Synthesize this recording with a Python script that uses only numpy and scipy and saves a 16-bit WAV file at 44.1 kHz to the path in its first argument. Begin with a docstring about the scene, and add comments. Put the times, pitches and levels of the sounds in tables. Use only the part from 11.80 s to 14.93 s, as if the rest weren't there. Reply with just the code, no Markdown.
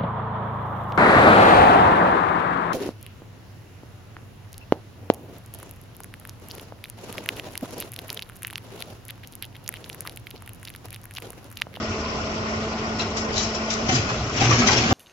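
"""A steady engine roar, pump hum and whine: a diesel excavator idles high in an open scrapyard.
Its shear tips up a steel truck bed: scrap clatters and clangs, then the bed booms, groans and grinds.
Roar is banded noise gated by the firings; hum and whine are sines locked to the shaft.
Metal is rings driven by random ticks and soft blows, groans are sagging sines; the yard echoes it."""
import sys
import numpy as np
from scipy import signal
from scipy.fft import rfft, irfft, next_fast_len
from scipy.io import wavfile

SR = 44100
rng = np.random.default_rng(int(sys.argv[2]) if len(sys.argv) > 2 else 0)


def convert_level_to_amplitude(level_db):
    """Map a level in decibels to its linear amplitude factor."""
    exponent = np.asarray(level_db, float) / 20
    return 10 ** exponent


def master_out(mix):
    """Clip the mix to full scale and print it as 16-bit PCM to the path in sys.argv[1]."""
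    frames = np.transpose(np.atleast_2d(mix))
    ceiling = np.clip(frames, -1, 1)
    pcm = np.round(ceiling * 32767).astype(np.int16)
    wavfile.write(sys.argv[1], SR, pcm)


N = 138033
T_S = np.arange(N) / SR

# engine speed: time_s, turns_per_s
SHAFT = [(0, 24.4), (.4, 24.2), (.9, 24.5), (1.8, 24.55), (2.3, 24.35), (3.13, 24.4)]
# piston pump pulses: multiple of pulse rate, level_db rms
PUMP = [(1, -35), (2, -43.5), (3, -45), (4, -48)]
# hum fades as the load comes on: time_s, gain_db
PUMP_FADE = [(0, 0), (.4, -2), (.8, 0), (2.05, 0), (2.09, -6), (2.26, -3), (2.33, -9), (3.13, -10)]
# exhaust orders: multiple of firing rate, level_db rms
EXHAUST = [(1, -47), (4 / 3, -44)]
# gear whine: mean_pitch_hz, level_db rms
WHINE = [(1020, -49), (1447, -46.5)]
# roar spectrum: freq_hz, relative_level_db
ROAR = [(18, -47.5), (30, -15.5), (57, -9), (78, -6.5), (97, -6), (141, -9), (162, -12), (190, -8.5),
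        (251, -10), (323, -12), (425, -8.5), (500, -14.5), (645, -9), (720, -11), (820, -17), (955, -19),
        (1050, -12), (1480, -16.5), (1660, -24.5), (1850, -18), (2960, -21), (3750, -28), (4700, -25.5),
        (5510, -23.5), (6100, -29), (6800, -33.5), (7200, -33), (7600, -19.5)]
# relative strength of each cylinder: level_db
CYLINDER_DB = [0, -7, -2, -9, -4, -7]
# scrap slips: peak_s, treble_db, low_db (900 Hz), mid_db (2500 Hz), fall_t60_s
CLATTER = [(1.193, -21, -16.5, -25, 0.077), (1.213, -25.5, -31.5, -25, 0.13),
           (1.3696, -20.5, -26.5, -31, 0.18), (1.529, -28, -31.5, -39.5, 0.44), (1.563, -27, -30, -34, .15),
           (1.5785, -20.5, -32.5, -36.5, 0.13), (1.604, -24, -31.5, -25.5, 0.1),
           (1.6277, -22.5, -30, -52.5, 0.16), (1.747, -23, -30, -34, 0.1),
           (1.905, -18, -36.5, -22.5, 0.076), (1.934, -21, -43, -37.5, 0.078),
           (2.091, -21, -24.5, -17.5, 0.075), (2.122, -20.5, -36, -32.5, 0.1),
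           (2.15, -21, -29, -22.5, 0.23), (2.2884, -30.5, -15.5, -29, 0.2),
           (2.608, -21.5, -22.5, -17, 0.25), (2.631, -24, -17.5, -26, 0.39),
           (2.71, -26, -10.5, -12.5, 0.11), (2.8181, -40.5, -9, -14.5, 0.067),
           (2.872, -13, -14, -16.5, 0.08), (2.886, -20, -10, -20.5, 0.045), (2.911, -17, -21.5, -24.5, 0.1),
           (2.931, -22, -23, -20, 0.088), (2.9698, -19, -27, -19.5, 0.25), (3.108, -33, -8, -25, 0.28)]
# loose scrap colour: freq_hz, gain_db
SCRAP = [(400, -15.5), (900, -17), (1700, -14.5), (2500, -12), (4200, -14.5), (5600, -11.5), (6300, -14.5),
         (6900, -19), (7600, -5)]
# bed dragged over the pile: time_s, deep_groan_db, higher_groan_db, grind_db
DRAG = [(1.9, -58.5, -70.5, -42), (2.042, -49.5, -42, -40.5), (2.079, -50.5, -38.5, -34.5),
        (2.139, -36, -34, -32), (2.2, -35.5, -48.5, -37.5), (2.27, -39, -39.5, -42.5),
        (2.345, -34.5, -45.5, -39), (2.42, -33, -46.5, -39), (2.52, -42, -45.5, -40),
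        (2.571, -33, -32.5, -26.5), (2.63, -38, -29.5, -33.5), (2.721, -28.5, -36.5, -28),
        (2.769, -27.5, -32, -26.5), (2.801, -41.5, -31.5, -24), (2.859, -47.5, -26.5, -30),
        (2.899, -38.5, -34, -27.5), (2.97, -29.5, -36, -29), (3.04, -32.5, -31, -30),
        (3.09, -33, -31, -28.5), (3.13, -19, -24, -33.5)]
# grinding colour: freq_hz, gain_db
GRIND = [(400, -14.5), (900, -13.5), (2500, -5.5), (4000, -11), (5700, -8.5), (7600, -12)]
# single plates clang: start_s, pitch_hz (lower of a pair), drive_db, length_s
CLANGS = [(1.187, 2636, -32.5, .025), (1.189, 3910, -31, 0.025), (1.553, 3900, -30.5, .055),
          (1.575, 5900, -32, 0.021), (1.623, 6530, -36, .015), (1.632, 5350, -37, .04),
          (2.072, 717, -32.5, 0.057), (2.145, 5620, -26, .012), (2.624, 735, -26.5, .02),
          (2.694, 5700, -28.5, .03), (2.866, 5830, -27, .025), (2.871, 4860, -31, 0.024),
          (2.881, 1970, -23.5, 0.01), (2.964, 5200, -24.5, .022), (2.965, 2450, -31.5, 0.027),
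          (2.604, 783, -25.5, .03), (2.701, 1118, -22.5, 0.025), (2.809, 1277, -27, 0.043),
          (2.877, 1064, -25.5, 0.047), (2.88, 1476, -28, 0.028), (2.912, 820, -24.5, 0.02),
          (3.121, 813, -31.5, 0.099)]
# bed slips in step with a deep mode: start_s, pitch_hz (at onset), level_db, length_s
GROANS = [(2.025, 232.7, -28.5, .055), (2.111, 256.5, -26, .05), (2.112, 124.2, -28.5, .1),
          (2.605, 119.5, -20, 0.15), (2.77, 246.5, -19.5, .075), (2.83, 219.2, -25.5, .06),
          (3.02, 226.7, -27.5, 0.081)]
# bed is struck: start_s, relative_peak_db, way (1 pushed in, -1 sprung out)
BLOWS = [(2.09, -8, -1), (2.128, -11.5, 1), (2.169, -23.5, -1), (2.192, -12, 1), (2.619, -5.5, -1),
         (2.633, -7, 1), (2.693, -7, 1), (2.713, -6.5, -1), (2.797, -10.5, 1), (2.832, -14.5, 1),
         (3.112, -10, 1)]
# truck bed modes: pitch_hz, gain_db, free_t60_s
BED = [(59.6, -11.5, 0.07), (119.7, -3.5, 0.24), (136.2, -3.5, 0.21), (168.5, -4.5, 0.036),
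       (213, -6, 0.072), (252.3, -1, 0.13), (317.2, -7.5, 0.43), (357, -7, 0.69), (448, -18, 0.43),
       (550, -16.5, 0.11), (746, -8, 0.12), (1090, -23.5, 0.17)]
# off the piles and slope: delay_s, gain_db
ECHOES = [(.021, -11.5), (.037, -13), (.066, -14), (.11, -16.5)]
# left-right likeness: freq_hz, correlation
LIKENESS = [(60, 1), (180, 1), (370, 0.99), (540, 0.88), (780, 0.83), (1120, 0.26), (1480, -0.0049),
            (1620, -0.36), (1780, -0.43), (1950, -0.13), (2600, -0.15), (3450, -0.02), (3780, 0.31),
            (4150, 0.22), (4850, -0.07), (7000, 0.027)]
# left minus right: freq_hz, difference_db
LEAN = [(60, 0), (400, 0.5), (760, -1), (1100, -0.5), (1500, -4), (1970, 1.5), (2700, 5), (3700, 2.5),
        (4400, 0.5), (5500, 13), (6100, 9), (6800, 3), (7400, 2.5)]

FIRINGS_PER_TURN, PISTONS_PER_TURN = 3, 9
ROAR_DB, BAND_WANDER_DB, BAND_WANDER_HZ = -28.5, 2., 10.7  # rate at the lowest band; treble is faster
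THROB_SHARE, THROB_DECAY_S = .055, .0096  # share of roar gated by firings
LINE_WAVER_DB, UPPER_FLUTTER_DB, PUMP_JITTER = 1., 3.5, .002  # jitter: share of shaft speed
RISE_S, SCRAP_RING_CYCLES = .005, 150
TICKS_PER_S, TICK_SPREAD_DB = 1800., 3
RING_WANDER_DB = 3.  # random level wander of each scrap ring
CLANG_T60_S = .058  # at 1 kHz; higher plates die sooner
GROAN_SAG = .034  # share of pitch lost along a groan
SLIPS_PER_S, DEEP_HZ, BED_FLOOR_HZ = 300., 190, 61.4
BLOW_CONTACT_S, BLOW_GAIN_DB = .0006, -10.5
BLOW_DAMPING = .12  # share of the free t60 left when pressed on the pile
BLOW_FLOOR_HZ = 80  # high-pass on the blows keeps their lowest bass thin
SIDE_BASS_WANDER_DB, SIDE_BASS_HZ = 14, 780  # bass of the side signal drops in and out; its corner
TOP_HZ = 8440


def rms_one(x):
    """Scale to rms 1."""
    return x / np.sqrt(np.mean(x ** 2) + 1e-20)


def in_time(rows):
    """Columns of a table joined by lines in time."""
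    time_s, *columns = np.transpose(rows)
    return [np.interp(T_S, time_s, column) for column in columns]


def at_hz(points, hz):
    """Read a table on a log-frequency axis."""
    table_hz, value = np.transpose(points)
    return np.interp(np.log(hz + 1e-3), np.log(table_hz), value)


def drift(rate_hz):
    """Slow random wander of rms 1: noise through two equal low-pass poles."""
    pole = np.exp(-80 * np.pi * rate_hz / SR)  # runs at SR / 40
    noise = rng.standard_normal(N // 40 + 2002)
    slow = signal.lfilter([1], [1, -2 * pole, pole * pole], noise)[2000:]
    return np.interp(np.arange(N) / 40, np.arange(len(slow)), rms_one(slow))


def ring(clicks, hz, t60_s):
    """Resonator: a unit click starts a decaying sine of height 1."""
    r, w = convert_level_to_amplitude(-60 / (t60_s * SR)), 2 * np.pi * hz / SR
    return signal.lfilter([0, np.sin(w)], [1, -2 * r * np.cos(w), r * r], clicks + 1e-18)


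def driven(force, hz, t60_s):
    """A ring kept going by a click train, at about the power of the train."""
    return ring(force, hz, t60_s) * np.sqrt(4 * np.log(1000) / (t60_s * SR))


def ticks(rate_per_s, spread_db):
    """Two random trains of uneven clicks of either sign, joint rms 1."""
    size_db = spread_db * np.minimum(rng.exponential(1, (2, N)), 4)
    size = convert_level_to_amplitude(size_db) * rng.choice([-1, 1], (2, N))
    return rms_one(size * (rng.random((2, N)) < rate_per_s / SR))


def roar(turns):
    """Casing, fan and exhaust noise throbs with each firing; its third-octaves wander at random."""
    fired = turns * FIRINGS_PER_TURN
    decay_firings = THROB_DECAY_S * FIRINGS_PER_TURN * SHAFT[0][1]
    gate = convert_level_to_amplitude(np.array(CYLINDER_DB)[fired.astype(int) % 6]) * np.exp(-(fired % 1) / decay_firings)
    hz = np.fft.rfftfreq(N, 1 / SR)
    tinted = rfft(rng.standard_normal((2, N))) * convert_level_to_amplitude(at_hz(ROAR, hz))
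    out = 0
    for k in range(26):
        band = np.clip(1 - abs(3 * np.log2((hz + 1) / 25) - k), 0, 1)
        wander_db = BAND_WANDER_DB * drift(BAND_WANDER_HZ * np.sqrt(1 + k / 4))
        out = out + irfft(tinted * band, N) * convert_level_to_amplitude(wander_db)
    throb = 1 - THROB_SHARE + THROB_SHARE * rms_one(gate)
    return convert_level_to_amplitude(ROAR_DB) * rms_one(out * throb)


def tones(turns):
    """Pump pulses, exhaust orders and gear whine as wavering sines locked to the shaft."""
    jitter = np.cumsum(PUMP_JITTER * SHAFT[0][1] * drift(16.7)) / SR
    pump = PISTONS_PER_TURN * (turns + jitter)
    fade_db = in_time(PUMP_FADE)[0]
    lines = [(k * pump, db + fade_db + (k > 1) * UPPER_FLUTTER_DB * drift(22)) for k, db in PUMP]
    lines += [(k * FIRINGS_PER_TURN * turns, db) for k, db in EXHAUST]
    whine_s = pump / pump[-1] * T_S[-1]  # time warped to follow the pump
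    lines += [(hz * whine_s, db + UPPER_FLUTTER_DB * drift(9)) for hz, db in WHINE]
    out = 0
    for cycles, db in lines:
        height = np.sqrt(2) * convert_level_to_amplitude(db + LINE_WAVER_DB * drift(13))
        out = out + height * np.sin(2 * np.pi * (cycles + rng.random()))
    return np.array([out, np.roll(out, 60)])


def scrap(grind_db):
    """Ticks dealt to 80 sheet-metal rings; each slip swells fast and dies with its own colour."""
    peak_s, treble_db, low_db, mid_db, fall_s = np.transpose(CLATTER)
    late_s = T_S - peak_s[:, None]
    rise = np.exp(np.minimum(late_s, 0) / RISE_S)
    fall = convert_level_to_amplitude(-60 * np.maximum(late_s, 0) / fall_s[:, None])
    swell = np.where(late_s < 0, rise, fall)
    pitches_hz = np.linspace(20, 87, 80) ** 2 * rng.uniform(.99, 1.01, 80)
    train = ticks(TICKS_PER_S, TICK_SPREAD_DB)
    dealt = rng.integers(0, 8, (2, N))  # ten rings share each hand
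    out = 0
    for k, hz in enumerate(pitches_hz):
        slip_db = [np.interp(np.log(hz), np.log([900, 2500, 4500]), c)
                   for c in zip(low_db, mid_db, treble_db)]
        clatter = convert_level_to_amplitude(np.array(slip_db) + at_hz(SCRAP, hz)) @ swell
        force = clatter + convert_level_to_amplitude(grind_db + at_hz(GRIND, hz))
        wander = convert_level_to_amplitude(RING_WANDER_DB * drift(7.4))
        out = out + driven(force * wander * train * (dealt == k % 8), hz, SCRAP_RING_CYCLES / hz)
    return out


def clangs():
    """Each plate is rattled briefly and rings at a close pair of pitches."""
    rattle = ticks(2500, 2.8)
    out = 0
    for start_s, hz, db, length_s in CLANGS:
        force = convert_level_to_amplitude(db) * rattle * np.sin(np.pi * np.clip((T_S - start_s) / length_s, 0, 1))
        t60_s = CLANG_T60_S * np.sqrt(1000 / hz)
        out = out + driven(force, hz, t60_s) + driven(force[::-1], hz * 1.05, t60_s)
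    return out


def groans():
    """Stick-slip in step with a mode: short, slightly sagging tones that swell and fade."""
    start_s, hz, db, length_s = np.transpose(GROANS)[:, :, None]
    part = np.clip((T_S - start_s) / length_s, 0, 1)
    cycles = hz * length_s * (part - GROAN_SAG * part ** 2 / 2)
    tone = np.sin(2 * np.pi * (cycles + rng.random((len(start_s), 1))))
    swell = np.sqrt(np.sin(np.pi * part) + 1e-12) * (part > 0) * (part < 1)
    out = np.sum(np.sqrt(2) * convert_level_to_amplitude(db) * swell * tone, axis=0)
    return np.array([out, np.roll(out, 60)])


def bed(deep_db, higher_db):
    """Stick-slip dragging and soft heavy blows ring the modes of the truck bed."""
    slips = ticks(SLIPS_PER_S, .92)
    soft = np.exp(-1 / (BLOW_CONTACT_S * SR))
    start_s, peak_db, way = np.transpose(BLOWS)
    thin = signal.butter(2, BLOW_FLOOR_HZ, "high", fs=SR, output="sos")
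    out = 0
    for hz, db, t60_s in BED:
        drag = convert_level_to_amplitude(db + (deep_db if hz < DEEP_HZ else higher_db)) * slips
        hits = np.zeros((2, N))
        uneven_db = rng.normal(0, 1.3, (2, len(start_s)))
        hits[:, (start_s * SR).astype(int)] = np.sign(way) * convert_level_to_amplitude(peak_db + BLOW_GAIN_DB + uneven_db)
        push = signal.sosfilt(thin, signal.lfilter([1 - soft], [1, -soft], hits))
        boom = convert_level_to_amplitude(db / 2) * ring(push, hz, t60_s * BLOW_DAMPING)  # blows even out the mode gains
        out = out + driven(drag, hz, t60_s) + boom
    return signal.sosfilt(signal.butter(4, BED_FLOOR_HZ, "high", fs=SR, output="sos"), out)


def yard(metal):
    """Delayed, dulled echoes of the metal, with the two fields swapped."""
    out = 0
    for delay_s, db in ECHOES:
        out = out + convert_level_to_amplitude(db) * np.pad(metal[::-1], ((0, 0), (int(delay_s * SR), 0)))[:, :N]
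    return signal.lfilter([.5], [1, -.5], out)


def scene():
    """Two sound fields: what comes from ahead and what is scattered from the sides."""
    turns = np.cumsum(in_time(SHAFT)[0]) / SR
    deep_db, higher_db, grind_db = in_time([(0, -90, -90, -90)] + DRAG)
    metal = scrap(grind_db) + clangs() + groans() + bed(deep_db, higher_db)
    return roar(turns) + tones(turns) + yard(metal) + metal


def band_limit(x):
    """A steep low-pass at the top of the band."""
    return signal.sosfilt(signal.butter(12, 7590, fs=SR, output="sos"), x)


def record(dry):
    """Two close ports: alike in the bass, unlike and leaning left in the treble; the top is cut."""
    size = next_fast_len(N + 4096)
    hz = np.fft.rfftfreq(size, 1 / SR)
    ahead, sides = dry
    bass = signal.sosfilt(signal.butter(1, SIDE_BASS_HZ, fs=SR, output="sos"), sides)
    bass_gain = np.minimum(convert_level_to_amplitude(SIDE_BASS_WANDER_DB * drift(3.8)), 2)
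    ahead, sides = rfft([ahead, sides + bass * (bass_gain - 1)], size)
    alike = np.clip(at_hz(LIKENESS, hz), -.99, .995)
    left_right = np.array([[1], [-1]])
    lean = convert_level_to_amplitude(at_hz(LEAN, hz) / 2 * left_right)
    both = lean * (np.sqrt(1 + alike) * ahead + np.sqrt(1 - alike) * sides * left_right) / np.sqrt(2)
    top_cut = signal.cheby2(16, 80, TOP_HZ, fs=SR, output="sos")
    mix = signal.sosfilt(top_cut, irfft(both, size)[:, :N])
    return band_limit(mix)


dry = scene()
out = record(dry)
master_out(out)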